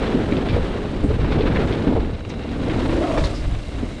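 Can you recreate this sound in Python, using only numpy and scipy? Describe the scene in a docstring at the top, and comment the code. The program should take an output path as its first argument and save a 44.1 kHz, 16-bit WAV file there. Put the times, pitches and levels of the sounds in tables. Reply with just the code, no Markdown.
"""A mountain bike, heard from the rider's chest, with wind buffeting the microphone and rushing past in gusts.
First the tyres drum over a hollow plank boardwalk; bumps thud and loose parts clack against the frame.
At 1.9 s the bike drops off the end, the freewheel's whirr swells and the rumble dips briefly.
From 2.3 s the tyres hum, crunch and hiss over a dirt trail, and the running gear gives a few short
metallic scrapes, the loudest just after 3.2 s."""
import sys
import numpy as np
from scipy import signal
from scipy.fft import rfft, irfft
from scipy.io import wavfile
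from scipy.ndimage import uniform_filter1d

SR = 44100
rng = np.random.default_rng(int(sys.argv[2]) if len(sys.argv) > 2 else 0)


def put_to_file(sound):
    """Save the sound as 16-bit audio at rate SR, in the file named by the first command-line argument."""
    columns = np.atleast_2d(sound).T  # one column per channel
    safe = np.clip(columns, -1, 1)
    whole_steps = np.round(safe * 32767)
    wavfile.write(sys.argv[1], SR, whole_steps.astype(np.int16))


N = 176400
BOARDWALK_END_S = 1.9


def undb(db):
    """Decibels to gain."""
    return 10 ** (np.asarray(db) / 20)


def unit(x):
    """Scale to rms 1."""
    return x / np.sqrt(np.mean(x ** 2) + 1e-20)


def curve(rows, column=1):
    """An envelope: one column of a table, joined by straight lines in time."""
    rows = np.array(rows, float)
    return np.interp(np.arange(N) / SR, rows[:, 0], rows[:, column])


def colour(x, points):
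    """Equalise a sound through points of freq_hz, gain_db, then scale to rms 1."""
    hz, db = np.array(points, float).T
    freqs = np.maximum(np.fft.rfftfreq(N, 1 / SR), 1)
    gain = undb(np.interp(np.log(freqs), np.log(hz), db))
    return unit(irfft(rfft(x) * gain, N))


def ring(x, hz, width_hz):
    """One resonance, gain 1 at its centre."""
    return signal.lfilter(*signal.iirpeak(min(hz, .45 * SR), hz / width_hz, fs=SR), x)


def lowpass(x, hz):
    """Fourth-order low-pass."""
    return signal.sosfilt(signal.butter(4, min(hz, .45 * SR), fs=SR, output="sos"), x)


def noise():
    """White noise."""
    return rng.standard_normal(N)


def wander(rate_hz):
    """Smooth random modulation up to about the given rate, rms 1."""
    rolloff = np.exp(-(np.fft.rfftfreq(N, 1 / SR) / rate_hz) ** 2)
    return unit(irfft(rfft(noise()) * rolloff, N))


def steady(x, span_s):
    """Level out swells slower than the span, holding the rms near 1."""
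    return x / np.sqrt(uniform_filter1d(x ** 2, max(int(span_s * SR), 2)) + 1e-12)


def burst(x, start_s, level_db, decay_s, attack_s=0.0072):
    """Shape a sound into a hit with a fast attack and exponential decay; the level is that of its crest."""
    age = np.maximum(np.arange(N) / SR - start_s, 0)
    fall = np.exp(-np.minimum(np.maximum(age - attack_s, 0) / decay_s, 20))
    envelope = np.minimum(age / attack_s, 1) * fall
    return unit(x * envelope) * np.sqrt(np.mean(envelope ** 2)) * undb(level_db)


def rough_hum(rows, width_hz, wobble=0.02965, rasp=0.31):
    """A gliding tone and raspy overtone, unsteady in level and phase; rows: time_s, pitch_hz, level_db."""
    pitch_hz = curve(rows) * (1 + wobble * wander(14.98))
    phase = 2 * np.pi * np.cumsum(pitch_hz) / SR
    tone = wander(width_hz) * np.cos(phase) + wander(width_hz) * np.sin(phase)
    overtone = wander(2 * width_hz) * np.cos(1.7 * phase) + wander(2 * width_hz) * np.sin(1.7 * phase)
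    return (steady(tone, 0.047) + rasp * steady(overtone, 0.092)) * undb(curve(rows, column=2))


def freewheel(ticks_per_s=160, blur=0.58, scatter_db=2.5, coast_db=-49.5, coast_s=1.9):
    """The ratchet's fast ticks blur into a ringing whirr that swells as the bike coasts."""
    # ratchet resonances: centre_hz, width_hz, gain_db
    hub_modes = [(2125, 190, 2.5), (2750, 76, 5.5), (3880, 205, 2)]
    tick_phase = np.cumsum(ticks_per_s * (1 + 0.029 * wander(3.7))) / SR % 1
    ticks = noise() * np.exp(-tick_phase / blur) * undb(scatter_db * wander(27))
    whirr = sum(undb(db) * ring(ring(ticks, hz, width), hz, 3 * width) for hz, width, db in hub_modes)
    swell = np.interp(np.arange(N) / SR, [coast_s - .2, coast_s + .39], [.5, 1])
    return unit(lowpass(whirr, 4440)) * undb(coast_db) * swell


def tyre_hiss(grain_db=2):
    """Fine grit hisses under the tyres."""
    # bright tone of the grit: freq_hz, gain_db
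    hiss_eq = [(1500, -2), (3000, 7.5), (4700, 4.5), (6000, .5), (8700, -2), (9600, -7.5), (11200, -16)]
    # swell of the hiss: time_s, level_db
    hiss_levels = [(0, -49.5), (1.45, -54), (1.7, -49), (2.1, -57), (2.5, -53.5), (2.8, -47), (3.25, -42.5),
                   (3.45, -48), (4, -49.5)]
    grit = noise() * undb(grain_db * wander(560))
    return colour(grit, hiss_eq) * undb(curve(hiss_levels))


def scrapes(rasp_db=-8):
    """Chain and brakes scrape now and then: a narrow metallic ring over a grainy rasp."""
    # metal rubbing metal: start_s, level_db, centre_hz, decay_s
    rubs = [(1.03, -54, 8150, 0.059), (2.289, -44.5, 5800, .014), (3.172, -39.5, 4660, 0.027),
            (3.235, -31, 4020, 0.03), (3.342, -41.5, 4970, 0.049)]
    out = 0
    for start, db, hz, decay in rubs:
        metal = unit(ring(ring(noise(), hz, 0.16 * hz), hz, 0.48 * hz))
        rasp = unit(lowpass(ring(noise(), hz, 1.3 * hz), 7700)) * undb(rasp_db + 4.6 * wander(300))
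        out += burst(metal + rasp, start, db, decay)
    return out


def gravel(stones_per_s=86, decay_s=0.0042, scatter_db=6):
    """Small stones crunch under the knobs, each a tiny crack of its own size."""
    # crunch of loose stones: time_s, level_db
    crunch_levels = [(2.3, -47), (2.67, -48), (2.7, -43), (3.25, -41.5), (3.34, -54)]
    stones = (rng.random(N) < stones_per_s / SR) * undb(scatter_db * rng.uniform(-0.5, 1, N))
    cracks = signal.lfilter([1], [1, -np.exp(-1 / (decay_s * SR))], stones) * noise()
    crunch = lowpass(ring(cracks, hz=1480, width_hz=1400), 4800)
    return steady(crunch, 0.08) * undb(curve(crunch_levels))


def clacks(chatter_db=3.5, detune=0.13, crack_db=-1):
    """Loose parts chatter against the frame: a crack and a short ring, a little different at each knock."""
    # knocks on the frame: start_s, level_db, centre_hz, decay_s
    knocks = [(0.321, -28, 2140, .009), (.367, -30, 3000, 0.0087), (0.485, -30.5, 2900, 0.033),
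              (1.244, -28.5, 1480, 0.012), (1.32, -33.5, 2700, 0.029), (1.406, -30, 2690, 0.012),
              (1.558, -22.5, 1530, 0.014), (1.722, -31.5, 2920, .018), (2.3, -36.5, 2800, 0.012),
              (2.695, -29, 1680, .007), (2.893, -27, 1500, 0.0062), (3.173, -22.5, 1210, .014),
              (3.236, -29, 1210, .018)]
    # frame resonances: centre_hz
    frame_modes = [990, 1730, 2016, 2470, 3385]
    contact = noise() * undb(chatter_db * wander(700))
    tunings = 1 + detune * rng.uniform(-1, 1, (len(knocks), len(frame_modes)))
    out = 0
    for (start, db, centre, decay), tuning in zip(knocks, tunings):
        frame = sum(ring(contact, hz, width_hz=190) for hz in tuning * frame_modes)
        body = unit(ring(frame, centre, centre))
        crack = unit(lowpass(ring(contact, centre, centre), 2 * centre))
        out += burst(body + undb(crack_db) * crack, start, db, decay, attack_s=0.0023)
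    return lowpass(out, 4800)


def tread():
    """Knobs slap the dirt in a rough hum that follows speed; the casing drones where pressed hardest."""
    # tread knobs on firm dirt: time_s, pitch_hz, level_db
    knob_hum = [(2.3, 235, -49), (2.66, 255, -26.5), (2.8, 280, -31), (2.94, 320, -22.5), (3.2, 298, -29),
                (3.33, 294, -41.5), (4, 260, -39.5)]
    # tyre casing pressed into a dip: time_s, pitch_hz, level_db
    casing_drone = [(2.6, 481.2, -51), (2.99, 547.7, -30.5), (3.05, 680, -26.5), (3.18, 593.4, -26),
                    (3.4, 621, -46.5)]
    return rough_hum(knob_hum, width_hz=62) + rough_hum(casing_drone, width_hz=100)


def wind(load, lumps_db=1.27, flutter_db=2.22, tear_db=0.36, eddy_db=0.05, jolt=0.94):
    """Eddies push on the microphone; the rush of air flutters with them and with the plank jolts."""
    # bass-heavy tone of the eddies: freq_hz, gain_db
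    buffet_eq = [(10, -13.5), (25, -2), (45, -0.5), (110, -7), (170, -14), (300, -53), (800, -73.5)]
    # wind pressing on the microphone: time_s, level_db
    buffet_levels = [(0, -26), (.42, -27.5), (.53, -16.5), (.66, -25.5), (.94, -30), (1.05, -20),
                     (1.3, -20.5), (1.68, -21.5), (1.81, -29.5), (1.98, -19.5), (2.23, -32), (2.5, -29),
                     (2.82, -23), (2.98, -22.5), (3.06, -34), (3.22, -17), (3.35, -28.5), (3.5, -18.5),
                     (3.63, -29), (3.77, -24), (4, -33)]
    # midrange tone of the airstream: freq_hz, gain_db
    rush_eq = [(200, -54), (500, 3), (900, -2), (1400, -2.5), (3900, -12.5), (5000, -23.5), (6500, -32),
               (11000, -45)]
    # gusts in the airstream: time_s, level_db
    gust_levels = [(0, -29.5), (.25, -34.5), (.6, -33.5), (1.03, -40), (1.3, -32.5), (1.62, -31),
                   (2.02, -39), (2.2, -49), (2.75, -33), (3.22, -36), (3.36, -41), (3.55, -40), (3.65, -47),
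                   (3.8, -39.5), (4, -46)]
    eddies = steady(colour(noise(), buffet_eq), 0.081) * undb(lumps_db * wander(20))
    flutter = undb(flutter_db * wander(37) + tear_db * wander(210) + eddy_db * eddies) * load ** jolt
    rush = steady(colour(noise(), rush_eq) * flutter, 0.13)
    return eddies * undb(curve(buffet_levels)) + rush * undb(curve(gust_levels))


def tyre_load(planks_per_s=22, depth=0.34, decay_s=0.033, jitter=0.11, scatter_db=3):
    """The load on the tyres as a gain near 1: a rounded jolt at each plank edge, smooth on the dirt."""
    t = np.arange(N) / SR
    load = np.ones(N)
    for plank, (late, size) in enumerate(rng.uniform(-1, 1, (100, 2))):
        start = (plank + jitter * late) / planks_per_s
        if 0 < start < BOARDWALK_END_S:
            i = int(start * SR)
            load[i:] += depth * undb(scatter_db * size) * np.exp(-np.minimum(t[:N - i] / decay_s, 20))
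    rounded = uniform_filter1d(uniform_filter1d(load, size=130), size=130)
    return steady(rounded, 0.21)


def rumble(load, rough_db=2.47, board_hz=417.5, board_db=-7):
    """The tyres drum on the ground and ring the planks' hollow note until the boardwalk ends."""
    # dull tone of the shaking bike: freq_hz, gain_db
    shake_eq = [(50, -18), (110, -5.5), (260, -1), (450, -7), (850, -18.5), (1500, -34), (4000, -73)]
    # how hard the ground shakes the bike: time_s, level_db
    shake_levels = [(0, -23), (.55, -24.5), (.9, -28), (1.19, -26), (1.4, -20), (1.78, -23.5),
                    (1.93, -19.5), (2.22, -35.5), (2.32, -30), (2.48, -30), (2.72, -23), (3.2, -27),
                    (3.65, -40.5), (3.8, -31.5), (4, -38.5)]
    drive = load * undb(curve(shake_levels))
    roll = steady(colour(noise(), shake_eq) * undb(rough_db * wander(60)), 0.077) * drive
    boards = unit(ring(noise(), board_hz, width_hz=80)) * drive * undb(board_db)
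    on_boardwalk = np.clip((BOARDWALK_END_S - np.arange(N) / SR) / 0.14, 0, 1)
    return roll + lowpass(boards, 1.34 * board_hz) * on_boardwalk


def thuds(top_ratio=1.96):
    """Each larger bump is a few damped swings in a dull clutter; the soft tyres muffle its top."""
    # bumps through the bike: start_s, level_db, centre_hz, decay_s
    bumps = [(.139, -14.5, 239, 0.047), (0.313, -15, 268.4, 0.033), (.375, -15.5, 330, 0.0053),
             (.56, -14, 462, 0.0046), (.749, -23, 320, 0.0061), (.929, -22, 267, 0.011),
             (1.033, -10.5, 209, 0.014), (1.101, -14, 322, 0.0084), (1.472, -20.5, 358, 0.0098),
             (1.579, -16.5, 289, 0.017), (1.862, -12, 236.5, 0.036), (1.955, -15.5, 455, 0.018),
             (3.175, -17, 510, 0.0075), (3.825, -16, 259.5, .0081)]
    t = np.arange(N) / SR
    out = 0
    for start, db, hz, decay in bumps:
        clutter = steady(ring(ring(noise(), hz, hz), hz, 1.4 * hz), 0.012)
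        swing = np.sin(2 * np.pi * hz * (t - start))
        out += lowpass(burst(swing + clutter, start, db, decay), top_ratio * hz)
    return out


def scene():
    """Wind and bike in mono; the same plank jolts pulse through the airstream and the rumble."""
    load = tyre_load()
    foreground = wind(load) + rumble(load) + thuds() + clacks() + tread()
    texture = gravel() + tyre_hiss() + freewheel() + scrapes()
    return (foreground + texture)[None]


def record(dry, top_hz=11400):
    """A steep low-pass takes off the highest treble."""
    return signal.sosfilt(signal.ellip(8, .2, 70, top_hz, fs=SR, output="sos"), dry)


dry = scene()
out = record(dry)
put_to_file(out)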